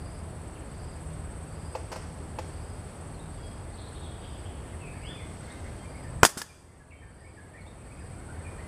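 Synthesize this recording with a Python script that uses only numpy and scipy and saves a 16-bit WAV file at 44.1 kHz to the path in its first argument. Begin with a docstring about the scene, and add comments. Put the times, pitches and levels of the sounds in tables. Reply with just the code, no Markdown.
"""Air rifle by a forest river

Crickets pulse and bush crickets hiss among the palms; birds call from the far bank over the rumble
of a distant engine. An air rifle knocks as it is brought to aim, then its spring lets go and the
piston slams home; the pellet smacks into the slow river with a plop. The shot overloads the
microphone, whose gain control ducks and slowly recovers."""
import sys
import numpy as np
from scipy import signal
from scipy.fft import rfft, irfft, next_fast_len
from scipy.io import wavfile

SR = 44100
rng = np.random.default_rng(int(sys.argv[2]) if len(sys.argv) > 2 else 0)


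def unload_audio(sound):
    """Save the sound as a 16-bit wav file, at the path given as the first command line argument."""
    columns = np.transpose(np.atleast_2d(sound))
    # keep every value between -1 and 1, then stretch to whole-number steps
    steps = np.round(np.clip(columns, -1, 1) * 32767)
    wavfile.write(sys.argv[1], SR, steps.astype(np.int16))


N = 382347
TIME = np.arange(N) / SR

# bright hiss of spray, muzzle air and spring scrape: (frequency [Hz], density [dB])
HISS_SPECTRUM = [(200, -6.5), (1400, -5.5), (2500, -11.5), (4000, -11), (5200, -6.5), (8300, -5),
                 (10500, -8), (15500, -24)]


def from_db(db):
    """Decibels to gain."""
    return 10 ** (np.asarray(db) / 20)


def rms_one(x):
    """Scale to unit power."""
    return x / np.sqrt(np.mean(x ** 2) + 1e-20)


def cycles(rate):
    """Phase in radians of a changing rate in Hz."""
    return 2 * np.pi * np.cumsum(rate) / SR


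def shaped(gain_at):
    """Unit noise whose spectrum follows a function of frequency."""
    size = next_fast_len(N)
    hz = np.arange(size // 2 + 1) * SR / size + 1e-6
    return rms_one(irfft(rfft(rng.standard_normal(size)) * gain_at(hz), size)[:N])


def noise(spectrum):
    """Unit noise with a (frequency [Hz], density [dB]) spectrum that rolls off beyond its ends."""
    f, db = np.transpose(spectrum)
    return shaped(lambda hz: from_db(np.interp(np.log(hz), np.log(f), db))
                  * np.minimum(1, np.minimum(hz / f[0], f[-1] / hz)) ** 2)


def band(centre_hz, width_hz):
    """Unit noise in one steep resonance; centred on zero it is a slow drift."""
    return shaped(lambda hz: 1 / (1 + (2 * (hz - centre_hz) / width_hz) ** 2 / 2) ** 2)


def decay(start, t60, rise_s=0.00023):
    """An envelope with a quick attack that dies away."""
    age = np.maximum(TIME - start, 0)
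    return (1 - np.exp(-age / rise_s)) * np.exp(-np.log(1000) * np.minimum(age / t60, 10))


def swells(rows):
    """Smooth rises and falls from (middle [s], length [s], level [dB]) rows."""
    return sum(from_db(db) * np.cos(np.pi * np.clip((TIME - s) / length, -.5, .5))
               for s, length, db in rows)


def ring(start, modes, rise_s=.0001):
    """Struck modes, each a dying sine; a soft contact builds them up more slowly."""
    out, first = np.zeros(N), int(start * SR)
    t = TIME[:min(SR // 2, N - first)]
    sines = sum(from_db(db) * np.exp(-np.log(1000) * t / t60) * np.sin(2 * np.pi * hz * t)
                for hz, db, t60 in modes)
    out[first:first + len(t)] = (1 - np.exp(-t / rise_s)) * sines
    return out


def bursts(rows):
    """Each burst is a dull slap with a longer tail of bright hiss."""
    # the slap's tone: (frequency [Hz], density [dB])
    slap_spectrum = [(80, -5), (400, 2.5), (1300, 8.5), (2200, -5), (5000, -0.5), (9000, -20),
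                     (15500, -24.5)]
    slaps = sum(from_db(slap_db) * decay(s, .007, rise) for s, slap_db, _, _, rise in rows)
    hisses = sum(from_db(hiss_db) * decay(s, t60, rise) for s, _, hiss_db, t60, rise in rows)
    return slaps * noise(slap_spectrum) + hisses * noise(HISS_SPECTRUM)


def sing(notes, waver):
    """Near-sine notes that bend through three pitches; wide glides waver most."""
    out, wobble = np.zeros(N), band(0, 200)
    for start, length, first_hz, middle_hz, last_hz, db in notes:
        at = np.flatnonzero((TIME >= start) & (TIME < start + length))
        progress = np.linspace(0, 1, len(at))
        pitch = np.polyval(np.polyfit([0, .5, 1], [first_hz, middle_hz, last_hz], 2), progress)
        envelope = from_db(db) * np.sqrt(np.abs(np.sin(np.pi * progress)))
        out[at] += envelope * np.sin(cycles(pitch + waver * np.ptp(pitch) * wobble[at]))
    return out


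def forest(x, t60, wet_db, dull_hz=9500):
    """Trunks and leaves scatter a sound into a dense dying tail that lacks the highest treble."""
    t = TIME[:SR]
    tail = rng.standard_normal(SR) * np.exp(-np.log(1000) * t / t60) * (1 - np.exp(-t / 0.0029))
    tail = signal.sosfilt(signal.butter(2, dull_hz, fs=SR, output="sos"), tail)
    return x + from_db(wet_db) * signal.fftconvolve(x, tail / np.linalg.norm(tail))[:N]


def rumble():
    """A bed of far noise with the unsteady hum of an engine, which fades a little."""
    # distant rumble and forest air: (frequency [Hz], density [dB])
    air_spectrum = [(12, -48.5), (20, -16.5), (87, 0), (129, -5.5), (161, -10.5), (195, -11), (428, -15.5),
                    (666, -17.5), (1260, -24), (2270, -32), (3440, -38), (3890, -39), (4850, -43.5),
                    (5350, -43), (7000, -49.5), (9100, -76), (15400, -120)]
    # bands of engine hum: (centre [Hz], width [Hz], level [dB])
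    hum_bands = [(40, 4, -54), (59.4, 2.4, -53.5), (80, 13, -48.5), (157.6, 4, -53.5)]
    # the engine's fade: (time [s], gain [dB])
    fade = [(0, 3.5), (1, 4), (2.8, 0.5), (3.6, -1), (8.67, -2.5)]
    hum = sum(from_db(db) * band(hz, width) for hz, width, db in hum_bands)
    hum_gain = from_db(np.interp(TIME, *np.transpose(fade)))
    return from_db(-41.5) * noise(air_spectrum) + hum_gain * hum


def bush_crickets():
    """Many far raspers merge into a hiss; one holds a thin high whine."""
    # the massed rasping: (frequency [Hz], density [dB])
    chorus_spectrum = [(4000, -25), (6800, -15), (8000, -2.5), (8750, -8), (9400, 0.5), (10150, -2.5),
                       (10450, -15), (11000, -18.5), (12200, -24.5), (13000, -23), (15500, -31.5)]
    hiss = from_db(-61.0 + 0.69 * band(0, 6.5)) * noise(chorus_spectrum)
    whine = np.sin(2 * np.pi * 11795 * TIME + 0.57 * band(0, 30)) + .3 * band(11820, 70)
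    return hiss + from_db(-80) * rms_one(whine)


def crickets():
    """Crickets ring their wings in quick chirps, each at its own pitch, loosely keeping one beat."""
    # near crickets: (pitch [Hz], level [dB], steady tone under the chirps [ratio])
    singers = [(7370, -75.5, .5), (7760, -75, 0.28), (7940, -69.5, 0.23), (8170, -61, 1), (8370, -64, 0.63),
               (8470, -68, .4)]
    # their common beat: (time [s], rate [chirps/s], stray from the beat [rad])
    tempo = [(0, 16.6, 0.22), (1.5, 16.9, 0.55), (2.5, 18.3, 2), (4, 17, 1.8), (6, 17.2, 1.5),
             (8.67, 15, 1.37)]
    times, rate, stray = np.transpose(tempo)
    beat, out = cycles(np.interp(TIME, times, rate)), 0
    for hz, db, steady in singers:
        stroke = beat + np.interp(TIME, times, stray) * band(0, 1.8)
        chirps = steady + (.5 + .5 * np.cos(stroke)) ** 1.5
        wing = np.sin(2 * np.pi * hz * TIME + 1.2 * band(0, 55)) + 0.74 * band(hz, 190)
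        out = out + from_db(db + 1.1 * band(0, 3.9)) * rms_one(chirps * wing)
    return out


def low_cricket():
    """Swelling phrases of raspy pulses; each phrase climbs in pitch to its middle, each pulse falls."""
    # the lower cricket's phrases: (middle [s], level [dB])
    phrases = [(.09, -65.5), (.82, -66), (1.65, -64.5), (2.63, -66), (3.46, -67), (4.31, -67),
               (5.06, -66.5), (5.95, -67.5), (7.22, -66.5), (7.99, -69)]
    phrase_s, climb_hz_per_s, pulses_per_s = .41, 1500, 22
    middles = np.array(phrases)[:, 0]
    nearest_middle = middles[np.searchsorted((middles[1:] + middles[:-1]) / 2, TIME)]
    lead_s = np.clip(nearest_middle - TIME, 0, phrase_s)
    stroke = (pulses_per_s * TIME + 0.11 * band(0, 3.5)) % 1
    pitch = 5040 - 400 * stroke - climb_hz_per_s * lead_s
    pulses = np.sin(np.pi * stroke) ** 2 * band(0, 380) * np.sin(cycles(pitch))
    song = from_db(-2) * swells([(s, phrase_s, db) for s, db in phrases]) * rms_one(pulses)
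    return forest(song, t60=0.23, wet_db=-2) + from_db(-71.5) * band(4450, 800)


def far_warblers(count):
    """Short random notes, washed in echo, join in and then slowly recede."""
    entry_s, swell_s, fade_db_per_s = 4.3, 0.85, 1.2
    start, length, pitch, bend = rng.random((count, 4)).T
    hz, slide = 1550 * 1.6 ** pitch, 0.286 * (bend - .5)
    notes = np.column_stack([start * TIME[-1], 0.0197 + 0.0296 * length,
                             hz * (1 - slide), hz, hz * (1 + slide), np.zeros(count)])
    age = np.maximum(TIME - entry_s, 0)
    presence = np.minimum(age / swell_s, 1) * from_db(-57 - fade_db_per_s * age)
    return presence * rms_one(forest(sing(notes, waver=.2), t60=0.45, wet_db=-2))


def two_note_bird():
    """A falling note answered by a rising one, every two seconds or so."""
    # each call: (time [s], level [dB])
    calls = [(3.138, -57), (5.443, -56), (7.608, -54.5)]
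    # its notes: (delay [s], length [s], start [Hz], middle [Hz], end [Hz], gain [dB])
    pair = [(0, .02, 4530, 4270, 4100, -1.5), (0.054, .028, 3330, 3760, 3920, 2.5)]
    notes = [(s + delay, length, first, middle, last, db + note_db)
             for s, db in calls for delay, length, first, middle, last, note_db in pair]
    return forest(sing(notes, waver=0.13), t60=.45, wet_db=-5.5)


def chatterer():
    """A bird's harsh arched notes, whose pitch sinks quickly at first, then levels out."""
    # the run of notes: (time [s], level [dB])
    chatter = [(3.72, -56.5), (3.776, -53), (3.85, -57), (3.94, -54.5), (4.02, -52), (4.09, -61),
               (4.211, -52.5), (4.32, -57), (4.439, -56.5), (4.55, -61), (4.67, -59)]
    start_hz, floor_hz, sink_s = 4110, 2545, .53
    times, levels = np.transpose(chatter)
    pitches = floor_hz + (start_hz - floor_hz) * np.exp(-(times - times[0]) / sink_s)
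    notes = [(s, .045, hz * .86, hz * 1.06, hz * .88, db) for s, hz, db in zip(times, pitches, levels)]
    harsh = sing(notes, waver=.25) * band(0, 750)
    return from_db(-1.5) * forest(harsh, t60=0.93, wet_db=1.5)


def whistlers():
    """Each bird's whistle swells quickly, glides to its held pitch, then sags a little as it fades."""
    # whistles: (time [s], length [s], start pitch [Hz], held pitch [Hz], glide [s], level [dB])
    whistles = [(3.335, 0.21, 3950, 3325, .026, -62.5), (4.80, .11, 2790, 2266, .062, -49.5),
                (5.02, .135, 2537, 3546, .05, -47), (5.783, 0.053, 3225, 3170, .03, -62),
                (6.92, .15, 3120, 3140, .03, -60)]
    waver, sag_hz_per_s = .14, 250
    out, wobble = np.zeros(N), band(0, 200)
    for start, length, first_hz, held_hz, glide_s, db in whistles:
        at = np.flatnonzero((TIME >= start) & (TIME < start + length))
        age = TIME[at] - start
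        glide_hz = (first_hz - held_hz) * np.exp(-(age / glide_s) ** 2)
        pitch = held_hz + glide_hz * (1 + waver * wobble[at]) - sag_hz_per_s * age
        out[at] += from_db(db) * np.sin(np.pi * (age / length) ** 0.8) * np.sin(cycles(pitch))
    return forest(out, t60=0.64, wet_db=-1)


def near_warbler():
    """Short slurs of one length slide up or down through their pitch."""
    # the song: (time [s], pitch [Hz], slide [octaves], level [dB])
    slurs = [(.55, 2660, -0.52, -57), (4.93, 1730, .13, -54), (5.03, 2220, -.3, -52),
             (5.10, 1456, -0.13, -52), (5.19, 2110, -.25, -52), (5.495, 2080, .38, -52),
             (5.64, 2140, .28, -51.5), (5.94, 2180, .2, -54.5), (6.035, 1800, -.2, -51),
             (6.485, 2395, -0.13, -44), (6.795, 1680, -0.203, -49), (6.905, 2436, -0.32, -43.5),
             (7.015, 1760, -0.26, -46), (7.20, 1850, -0.23, -50), (7.243, 2270, .13, -47),
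             (7.368, 1713, -0.24, -45.5), (7.535, 1880, 0.23, -45), (7.572, 2300, -0.22, -46),
             (7.90, 2380, .25, -50), (8.0, 1710, -.23, -53), (8.17, 1474, .15, -53),
             (8.28, 1493, 0.22, -47.5), (8.445, 2370, -.15, -47.5), (8.578, 1925, .24, -50)]
    slur_s = .034
    notes = [(s, slur_s, hz * 2 ** (-slide / 2), hz, hz * 2 ** (slide / 2), db)
             for s, hz, slide, db in slurs]
    return forest(sing(notes, waver=.14), t60=.5, wet_db=-3)


def handling():
    """Each knock on the rifle is a click and the ring of its body; the grip rumbles and leaves brush."""
    # knocks on the rifle: (time [s], body [dB], click [dB], click t60 [s])
    knocks = [(1.7505, -22, -37, 0.083), (1.916, -31.5, -33.5, .1), (1.927, -32, -43, 0.066),
              (1.9585, -30.5, -35.5, 0.062), (2.386, -24, -29, 0.046), (7.664, -37, -44, .025)]
    # the rifle body's modes: (frequency [Hz], level [dB], t60 [s])
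    body_modes = [(516, -0.5, 0.056), (642, -5.5, 0.066), (875, 4, 0.032), (954, -5, 0.031),
                  (1160, -8, .03), (2650, -2, 0.012), (4370, -18, 0.036)]
    # the click's tone: (frequency [Hz], density [dB])
    click_spectrum = [(300, 0.5), (900, 0), (1800, -2.5), (3500, -11), (5000, -7.5), (8000, -14),
                      (12000, -21), (15500, -37)]
    # hands tightening on the grip: (middle [s], length [s], level [dB])
    squeezes = [(6.16, 0.27, -41), (8.1, .12, -48)]
    # leaves brushing as the shooter moves: (middle [s], length [s], level [dB])
    rustles = [(.78, .2, -68), (1.14, .14, -66), (2.92, .55, -65.5), (3.5, 0.28, -69.5), (5.52, 0.93, -60),
               (8.67, .3, -69)]
    # the leaves' tone: (frequency [Hz], density [dB])
    leaf_spectrum = [(1200, 3), (4500, 3), (6500, -2), (9000, -5), (12000, -16.5), (15500, -19)]
    click = noise(click_spectrum)
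    rings = sum(from_db(db) * ring(s, body_modes, rise_s=0.0026) for s, db, _, _ in knocks)
    clicks = sum(from_db(db) * click * decay(s, t60, rise_s=0.0041) for s, _, db, t60 in knocks)
    movement = swells(squeezes) * band(95, 90) + swells(rustles) * noise(leaf_spectrum)
    return forest(rings, t60=0.27, wet_db=-15.0) + forest(clicks, t60=1.0, wet_db=-6.5) + movement


def splash():
    """The pellet's slap on the water, its spray and the plop of closing air cavities."""
    # the pellet enters, its cavity closes: (time [s], slap [dB], spray [dB], spray t60 [s], rise [s])
    impacts = [(6.373, -8.5, -18.5, 0.18, 0.0017), (6.417, -3.5, -18, 0.03, 0.00075)]
    # ringing cavities: (time [s], pitch [Hz], level [dB], t60 [s])
    bubbles = [(6.37, 230, -8, 0.015), (6.4162, 1710, -11, 0.027)]
    plops = sum(ring(s, [(hz, db, t60)], rise_s=0.00032) for s, hz, db, t60 in bubbles)
    return forest(bursts(impacts) + plops, t60=0.67, wet_db=-21.5)


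def shot():
    """The rifle kicks, the action clacks, the spring scrapes, then the piston's slam rings the steel."""
    # pressure pulse as the spring is released: (time [s], level [dB], length of the push [s])
    kick = (6.2313, 6.3, 0.00098)
    # the action clacks and rattles: (time [s], ring [dB], crack [dB], crack t60 [s])
    clacks = [(6.231, -12, -4.5, 0.018), (6.233, 3, -22, 0.016), (6.2372, -20.5, -14.5, 0.11)]
    # modes of barrel and stock: (frequency [Hz], level [dB], t60 [s])
    barrel_modes = [(134.5, -26, 0.018), (254, -11, 0.04), (417, -16.5, .025), (1030, -3, 0.013),
                    (1366, -2, 0.017), (2465, -16, 0.028), (2950, -12, 0.0083)]
    # the crack's tone: (frequency [Hz], density [dB])
    crack_spectrum = [(100, -2), (1400, 8), (2200, -4.5), (3000, -5.5), (4000, -11.5), (5500, -1.5),
                      (9000, -5), (12000, -17), (15500, -31.5)]
    # the spring scrapes as it uncoils: (time [s], level [dB], t60 [s])
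    uncoiling = (6.241, -14.5, .09)
    # the piston slams home and rebounds, air hisses from the muzzle:
    # (time [s], slap [dB], hiss [dB], hiss t60 [s], rise [s])
    slams = [(6.2505, 9, -3, 0.06, .0004), (6.262, -2, -16, 0.088, 0.00036),
             (6.288, -24, -23.5, 0.15, .003)]
    # modes of the steel spring and barrel: (frequency [Hz], level [dB], t60 [s])
    steel_modes = [(4790, -12.5, 0.08), (5020, -15, .06), (6221, -14, .07), (6732, -18, .07),
                   (8500, -10.5, 0.07)]
    kick_s, kick_db, push_s = kick
    progress = np.maximum(TIME - kick_s, 0) / push_s
    pulse = from_db(kick_db) * (progress > 0) * (1 - progress) * np.exp(-np.minimum(progress, 50))
    crack = noise(crack_spectrum)
    action = sum(from_db(ring_db) * ring(s, barrel_modes) + from_db(crack_db) * crack * decay(s, t60)
                 for s, ring_db, crack_db, t60 in clacks)
    scrape_s, scrape_db, scrape_t60 = uncoiling
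    scrape = from_db(scrape_db) * decay(scrape_s, scrape_t60) * noise(HISS_SPECTRUM)
    report = scrape + bursts(slams) + ring(slams[0][0], steel_modes)
    return (forest(pulse + action, t60=0.56, wet_db=-29.0)
            + forest(report, t60=0.99, wet_db=-21, dull_hz=13030))


def scene():
    """Everything heard from the bank, in mono."""
    bed = rumble() + crickets() + bush_crickets() + low_cricket()
    birds = whistlers() + two_note_bird() + near_warbler() + chatterer() + far_warblers(count=200)
    return (bed + birds + handling() + shot() + splash())[None]


def gain_control(x, threshold_db, depth_db, release_db_per_s, attack_s):
    """A loud sound pulls the gain down quickly; it climbs back at a steady pace."""
    over_db = np.clip(20 * np.log10(np.abs(x[0]) + 1e-9) - threshold_db, 0, depth_db)
    held_db = np.maximum.accumulate(over_db + release_db_per_s * TIME) - release_db_per_s * TIME
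    pole = np.exp(-1 / (attack_s * SR))
    return x * from_db(-signal.lfilter([1 - pole], [1, -pole], held_db))


def record(dry):
    """A narrow dip in the microphone's response, gain control, overload and a steep top cut."""
    notch_hz, cutoff_hz = 3950, 15450
    coloured = signal.lfilter(*signal.iirnotch(notch_hz, Q=30, fs=SR), dry)
    ducked = gain_control(coloured, threshold_db=-14.5, depth_db=14.5,
                          release_db_per_s=6.5, attack_s=0.02)
    clipped = np.clip(ducked, -.87, .87)
    return signal.sosfilt(signal.ellip(10, .1, 80, cutoff_hz, fs=SR, output="sos"), clipped)


dry = scene()
out = record(dry)
unload_audio(out)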